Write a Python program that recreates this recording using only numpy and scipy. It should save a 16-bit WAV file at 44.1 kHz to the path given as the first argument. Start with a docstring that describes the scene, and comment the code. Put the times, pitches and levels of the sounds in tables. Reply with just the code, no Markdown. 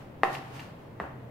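"""A small kitchen, a hand-held bowl of raw potato slices, heard by two microphones set close together. Room air
and a wavering low hum run throughout; first wet slices slide faintly under a metal spoon. At 0.23 s the spoon
knocks the bowl, dull and short, followed by a dull rebound, scrapes, fizz and ticks. Soft thuds follow near 0.7
s; at 1 s comes a weaker, duller knock with more thuds and pats. Knocks are filtered pulses and ringing modes,
slides are grain trains; table and walls send echoes back."""
import sys
import numpy as np
from scipy import signal
from scipy.fft import rfft, irfft
from scipy.io import wavfile
from scipy.ndimage import uniform_filter1d

SR = 44100
rng = np.random.default_rng(int(sys.argv[2]) if len(sys.argv) > 2 else 0)


def transcribe(signal):
    """Save signal, clipped to [-1, 1], as a 16-bit WAV file at the path in sys.argv[1]."""
    frames = np.atleast_2d(signal).T
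    limited = np.clip(frames, -1, 1)
    pcm = np.round(limited * 32767).astype(np.int16)
    wavfile.write(sys.argv[1], SR, pcm)


N = 57330


def amp(db):
    """Decibels to amplitude gain."""
    return 10 ** (np.asarray(db) / 20)


def unit(x):
    """Scales to rms 1."""
    return x / np.sqrt(np.mean(x ** 2) + 1e-20)


def read(points, hz):
    """Reads a table of values against frequency on a log-frequency axis."""
    f, value = np.transpose(points)
    return np.interp(np.log(hz + 1), np.log(f + 1), value)


def add(mix, start_s, sound):
    """Mixes a sound in at a start time, cut at the end of the mix."""
    part = mix[max(round(start_s * SR), 0):][:len(sound)]
    part += sound[:len(part)]


def lean(db):
    """Left and right gains: positive dB leans left, negative leans right."""
    return amp([[db], [-db]])


def tint(x, points):
    """Filters a signal by a table of frequency and gain."""
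    hz = np.fft.rfftfreq(x.shape[-1], 1 / SR)
    return irfft(rfft(x) * amp(read(points, hz)), x.shape[-1])


# How alike the two microphones hear diffuse sound.
# Each row: frequency in Hz, left-right likeness from 0 to 1.
MICROPHONE_LIKENESS = [(50, .96), (250, .9), (600, 0.43), (1500, 0), (4000, 0.06), (16000, 0)]


def pair(x):
    """Makes two unrelated channels alike in the bass, as at two close microphones."""
    a, b = rfft(x)
    likeness = read(MICROPHONE_LIKENESS, np.fft.rfftfreq(x.shape[-1], 1 / SR))
    turn = np.arccos(np.clip(likeness, -1, 1)) / 2
    shared, apart = a * np.cos(turn), b * np.sin(turn)
    return irfft(np.array([shared + apart, shared - apart]), x.shape[-1])


TREBLE_HZ = 3400  # half of a blow's treble change, in dB, is reached here


def blow(colour, treble_db=0, size=4096):
    """The shortest causal (minimum-phase) pulse with a given spectrum and treble shelf."""
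    hz = abs(np.fft.fftfreq(size, 1 / SR))
    db = read(colour, hz) + treble_db * hz ** 2 / (hz ** 2 + TREBLE_HZ ** 2)
    # the Hilbert transform of the log gain gives the minimum phase
    spectrum = np.exp(signal.hilbert(np.log(amp(db))).conj())
    return np.fft.ifft(spectrum).real[:size // 2]


def mode(hz, t60):
    """One dying vibration that starts without a net push of air."""
    t = np.arange(N) / SR
    decay = np.exp(-np.log(1000) * t / t60)
    swing = np.sin(2 * np.pi * hz * t) * decay * (1 - np.exp(-2 * hz * t))
    return np.gradient(swing) * SR / (2 * np.pi * hz)


# Reverberation of the small kitchen. Each row: frequency in Hz, time to fall 60 dB in seconds.
ROOM_DECAY = [(100, .55), (400, 0.64), (1000, 0.55), (3000, 0.52), (8000, 0.24), (16000, 0.31)]
ROOM_BUILD_S = 0.0044


def kitchen(x):
    """The diffuse tail of the room: noise that builds up, each band dying at its own speed."""
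    hz, t, z = signal.stft(pair(rng.standard_normal((2, SR))), SR, nperseg=256)
    fall = amp(-60 * t / read(ROOM_DECAY, hz)[:, None])
    tail = signal.istft(z * fall, SR, nperseg=256)[1]
    tail_s = np.arange(tail.shape[1]) / SR
    tail = tail * (1 - np.exp(-(tail_s / ROOM_BUILD_S) ** 2))
    tail = tail / np.linalg.norm(tail[0])
    return signal.fftconvolve(np.atleast_2d(x), tail, axes=1)[:, :N]


# Early echoes off the table and things on it.
# Each row: delay to the left in seconds, delay to the right in seconds, amplitude gain.
EARLY_ECHOES = [(.0068, 0.0073, 0.36), (0.0161, .0154, 0.18)]


def echoes(x):
    """First reflections, reaching left and right at slightly different times."""
    out = np.zeros((2, N))
    for left_s, right_s, gain in EARLY_ECHOES:
        add(out[0], left_s, gain * x)
        add(out[1], right_s, gain * x)
    return out


# Spectrum of the kitchen air. 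Each row: frequency in Hz, relative level in dB per Hz.
AIR_COLOUR = [(20, -14), (45, -16), (70, -14), (100, -4), (135, -2), (190, -8), (280, -8), (340, -11),
              (640, -12), (730, -17), (950, -17), (1400, -26.5), (1900, -27), (3200, -36), (5400, -47),
              (9000, -51), (16000, -46.5)]
AIR_DB, AIR_PATCH_DB = -46.5, 0.5  # overall level; rms unevenness over time and frequency
# Rise and fall of the hum. Each row: time in seconds, level in dB.
HUM_LEVEL = [(0, -61), (.25, -58), (.38, -45.5), (.48, -51), (.58, -43.5), (0.661, -79), (1.0, -53.5),
             (1.15, -48.5), (1.3, -47.5)]
HUM_HZ, HUM_WAVER_HZ = 130.7, 8.54  # mean pitch, rms pitch waver
HUM_WAVER_S = 0.03396  # averaging time of the waver


def background():
    """Faintly uneven room noise and a low hum whose pitch wavers at random."""
    z = signal.stft(pair(rng.standard_normal((2, N))), nperseg=1024, noverlap=768)[2]
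    patches = uniform_filter1d(rng.standard_normal(z.shape[1:]), size=8, axis=0)
    patches = unit(uniform_filter1d(patches, size=14, axis=1))
    air = signal.istft(z * amp(AIR_PATCH_DB * patches), nperseg=1024, noverlap=768)[1][:, :N]
    waver = unit(uniform_filter1d(rng.standard_normal(N), round(HUM_WAVER_S * SR)))
    hum = unit(np.sin(2 * np.pi * np.cumsum(HUM_HZ + HUM_WAVER_HZ * waver) / SR))
    hum_db = np.interp(np.arange(N) / SR, *np.transpose(HUM_LEVEL))
    return amp(AIR_DB) * unit(tint(air, AIR_COLOUR)) + hum * amp(hum_db)


# Soft thuds of slices and bowl.
# Each row: start in seconds, pitch in Hz, level in dB, time to fall 60 dB in seconds.
LOAD_THUDS = [(0.685, 154, -34, 0.042), (0.716, 155, -31.5, 0.055), (1.004, 189, -27, 0.059),
              (1.009, 397.4, -39.5, 0.1), (1.012, 69.6, -39, 0.35), (1.036, 274, -37, 0.09),
              (1.136, 150, -36, 0.076)]
THUD_RISE_S = 0.002


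def thuds():
    """Low, soft bumps as the load shifts in the bowl: single modes with a softened start."""
    out = np.zeros(N)
    rise = 1 - np.exp(-np.arange(N) / SR / THUD_RISE_S)
    for start_s, hz, db, t60 in LOAD_THUDS:
        add(out, start_s, amp(db) * rise * mode(hz, t60))
    return out


GRAIN_SPREAD_DB = 3  # mean of the random grain level, before its cap at four times this


def grains(colour, per_s):
    """A dense random train of tiny slips of uneven size and either sign, coloured, at rms 1."""
    size = amp(GRAIN_SPREAD_DB * np.minimum(rng.exponential(1, (2, N)), 4))
    sign = rng.choice([-1, 1], (2, N))
    happens = rng.random((2, N)) < per_s / SR
    return unit(tint(pair(size * sign * happens), colour))


# Slices sliding under the spoon. Each row: peak time in seconds, rise in seconds, fall in seconds,
# scrape level in dB, wet fizz level in dB.
SLICE_SLIDES = [(.005, 0.027, 0.039, -54, -66), (0.239, .003, 0.03, -36.5, -61),
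                (0.341, 0.036, 0.023, -47, -47.5), (.44, 0.029, 0.11, -53, -66),
                (0.56, 0.032, 0.036, -49, -55.5), (0.603, 0.012, 0.053, -53, -60.5),
                (.82, 0.041, 0.033, -64.5, -73.5), (1.014, 0.013, 0.043, -49.5, -72)]
# Spectrum of the spoon's scrape. Each row: frequency in Hz, relative level in dB per Hz.
SCRAPE_COLOUR = [(100, -8.5), (400, -11.5), (900, -1.5), (1700, -7), (2300, -11.5), (2850, -11.5),
                 (3600, -25.5), (5000, -28), (8000, -31.5), (16000, -34)]
# Spectrum of the wet fizz. Each row: frequency in Hz, relative level in dB per Hz.
FIZZ_COLOUR = [(500, -30), (2500, 4), (4500, 1.5), (7000, -5), (10000, -8.5), (13500, -9), (16000, -36)]
SCRAPE_PER_S, FIZZ_PER_S = 8200, 2800  # mean grains per second
FIZZ_LEAN_DB, SLIDE_ROOM_DB = -1, -2


def slides():
    """Each push swells and fades: the spoon scrapes and wet slices peel apart."""
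    t = np.arange(N) / SR
    scrape_level, fizz_level = np.zeros((2, N))
    for peak_s, rise_s, fall_s, scrape_db, fizz_db in SLICE_SLIDES:
        swell = np.exp(-np.maximum((peak_s - t) / rise_s, (t - peak_s) / fall_s))
        scrape_level += amp(scrape_db) * swell
        fizz_level += amp(fizz_db) * swell
    scrape = scrape_level * grains(SCRAPE_COLOUR, SCRAPE_PER_S)
    fizz = fizz_level * grains(FIZZ_COLOUR, FIZZ_PER_S) * lean(FIZZ_LEAN_DB)
    out = scrape + fizz
    return out + amp(SLIDE_ROOM_DB) * kitchen(out)


# Dull pats: a rebound just after the first knock, then slices dropping back near the second. Each row: start in
# seconds, level in dB.
DULL_PATS = [(0.2861, -7), (1.007, -7), (1.022, -21), (1.041, -15.5), (1.055, -16.5), (1.244, -29)]
# Spectrum of a pat. Each row: frequency in Hz, gain in dB.
PAT_SPECTRUM = [(60, -11), (250, 3), (500, 6.5), (1200, 5), (1900, 1.5), (2400, -13.5), (4000, -32.5),
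                (16000, -44)]
PAT_ROOM_DB = 1.5


def pats():
    """Small dull pats, each a short filtered pulse: a rebound of the first knock, then slices landing on one
    another."""
    out = np.zeros(N)
    pat = blow(PAT_SPECTRUM)
    for start_s, db in DULL_PATS:
        add(out, start_s, amp(db) * pat)
    return out + echoes(out) + amp(PAT_ROOM_DB) * kitchen(out)


# Light ticks of the spoon. Each row: start in seconds, level in dB.
SPOON_TICKS = [(0.3516, -4), (0.5953, -11)]
# The catching edge stutters. Each row: delay after first touch in seconds, level in dB.
EDGE_STUTTER = [(0, -0.5), (.0015, -6), (.0033, -9), (.0058, -12)]
# Spectrum of one touch. Each row: frequency in Hz, gain in dB.
TICK_SPECTRUM = [(200, -26), (900, -12), (1750, -2), (2800, 4.5), (3500, -13), (4600, -20.5), (6000, -36),
                 (16000, -52)]
# Ring of the hand-held spoon. Each row: frequency in Hz, level in dB, time to fall 60 dB in seconds.
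SPOON_MODES = [(1770, -9, 0.064), (2275, -0.5, 0.038), (2833, 0.5, 0.032), (3430, -7, 0.026),
               (4700, -13, .04)]
SPOON_DB, TICK_ROOM_DB = -31, -11.5


def ticks():
    """The spoon's edge catches, stutters and clinks: repeated pulses over a brief metal ring."""
    out = np.zeros(N)
    spoon = sum(amp(SPOON_DB + db) * mode(hz, t60) for hz, db, t60 in SPOON_MODES)
    touch = blow(TICK_SPECTRUM)
    for start_s, db in SPOON_TICKS:
        add(out, start_s, amp(db) * spoon)
        for delay_s, touch_db in EDGE_STUTTER:
            add(out, start_s + delay_s, amp(db + touch_db) * touch)
    return out + echoes(out) + amp(TICK_ROOM_DB) * kitchen(out)


# Spoon against bowl. Each row: start in seconds, level in dB, treble change in dB, ring level in dB.
BOWL_KNOCKS = [(0.2335, 19, -2.5, -1), (1, 6, -10.5, -8.5)]
# The spoon chatters as it lands. Each row: delay after first touch in seconds, level in dB.
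LANDING_CHATTER = [(0, -10), (.0006, 1), (.0022, -10)]
# Damped body of a knock. Each row: frequency in Hz, gain in dB.
KNOCK_SPECTRUM = [(40, -49), (110, -27), (210, -15), (350, 1.5), (560, -4), (720, 3), (1050, 5),
                  (1280, -1.5), (1450, -11), (1850, -1), (2100, -4), (2300, -16.5), (2700, -7.5),
                  (3100, -22.5), (4200, -25), (6500, -40), (10000, -45), (16000, -67)]
# Bowl modes. Each row: frequency in Hz, level in dB, time to fall 60 dB in seconds.
BOWL_MODES = [(370.5, -6.5, 0.25), (778.3, -1, 0.2), (776, -11.5, 0.78), (1038, -11.5, 0.28),
              (1300, -11, 0.24), (1696, -13, 0.13), (1986, -20, 0.23)]
# What walls and table give back. Each row: frequency in Hz, gain in dB.
BOUNCE_SPECTRUM = [(100, -5), (400, -2), (800, 1), (1300, -4), (1900, -3), (3000, -1.5), (6000, 1.5),
                   (16000, -3)]
RING_DB, KNOCK_ROOM_DB = -42, -5.5


def knocks():
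    """The spoon chatters against the loaded bowl: a damped clack and a faint ring."""
    clack, ring = np.zeros((2, N))
    bowl = sum(amp(db) * mode(hz, t60) for hz, db, t60 in BOWL_MODES)
    for start_s, db, treble_db, ring_db in BOWL_KNOCKS:
        pulse = blow(KNOCK_SPECTRUM, treble_db)
        for delay_s, touch_db in LANDING_CHATTER:
            add(clack, start_s + delay_s, -amp(db + touch_db) * pulse)  # inverted pulse
        add(ring, start_s, amp(db + ring_db + RING_DB) * bowl)
    bounce = signal.fftconvolve(clack, blow(BOUNCE_SPECTRUM))[:N]
    return clack + ring + echoes(bounce) + amp(KNOCK_ROOM_DB) * kitchen(bounce)


LEAN_DB = 0.35  # whole scene a little to the left


def scene():
    """Kitchen air and hum, then slices, spoon and bowl in front of the microphones."""
    bowl_and_slices = thuds() + slides() + pats() + ticks() + knocks()
    return (background() + bowl_and_slices) * lean(LEAN_DB)


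EDGE_HZ = 15900


def record(dry):
    """The recorder's band limit: a steep low-pass filter."""
    lowpass = signal.firwin(511, EDGE_HZ, window=("kaiser", 9), fs=SR)
    return signal.oaconvolve(dry, lowpass[None], "same")


dry = scene()
out = record(dry)
transcribe(out)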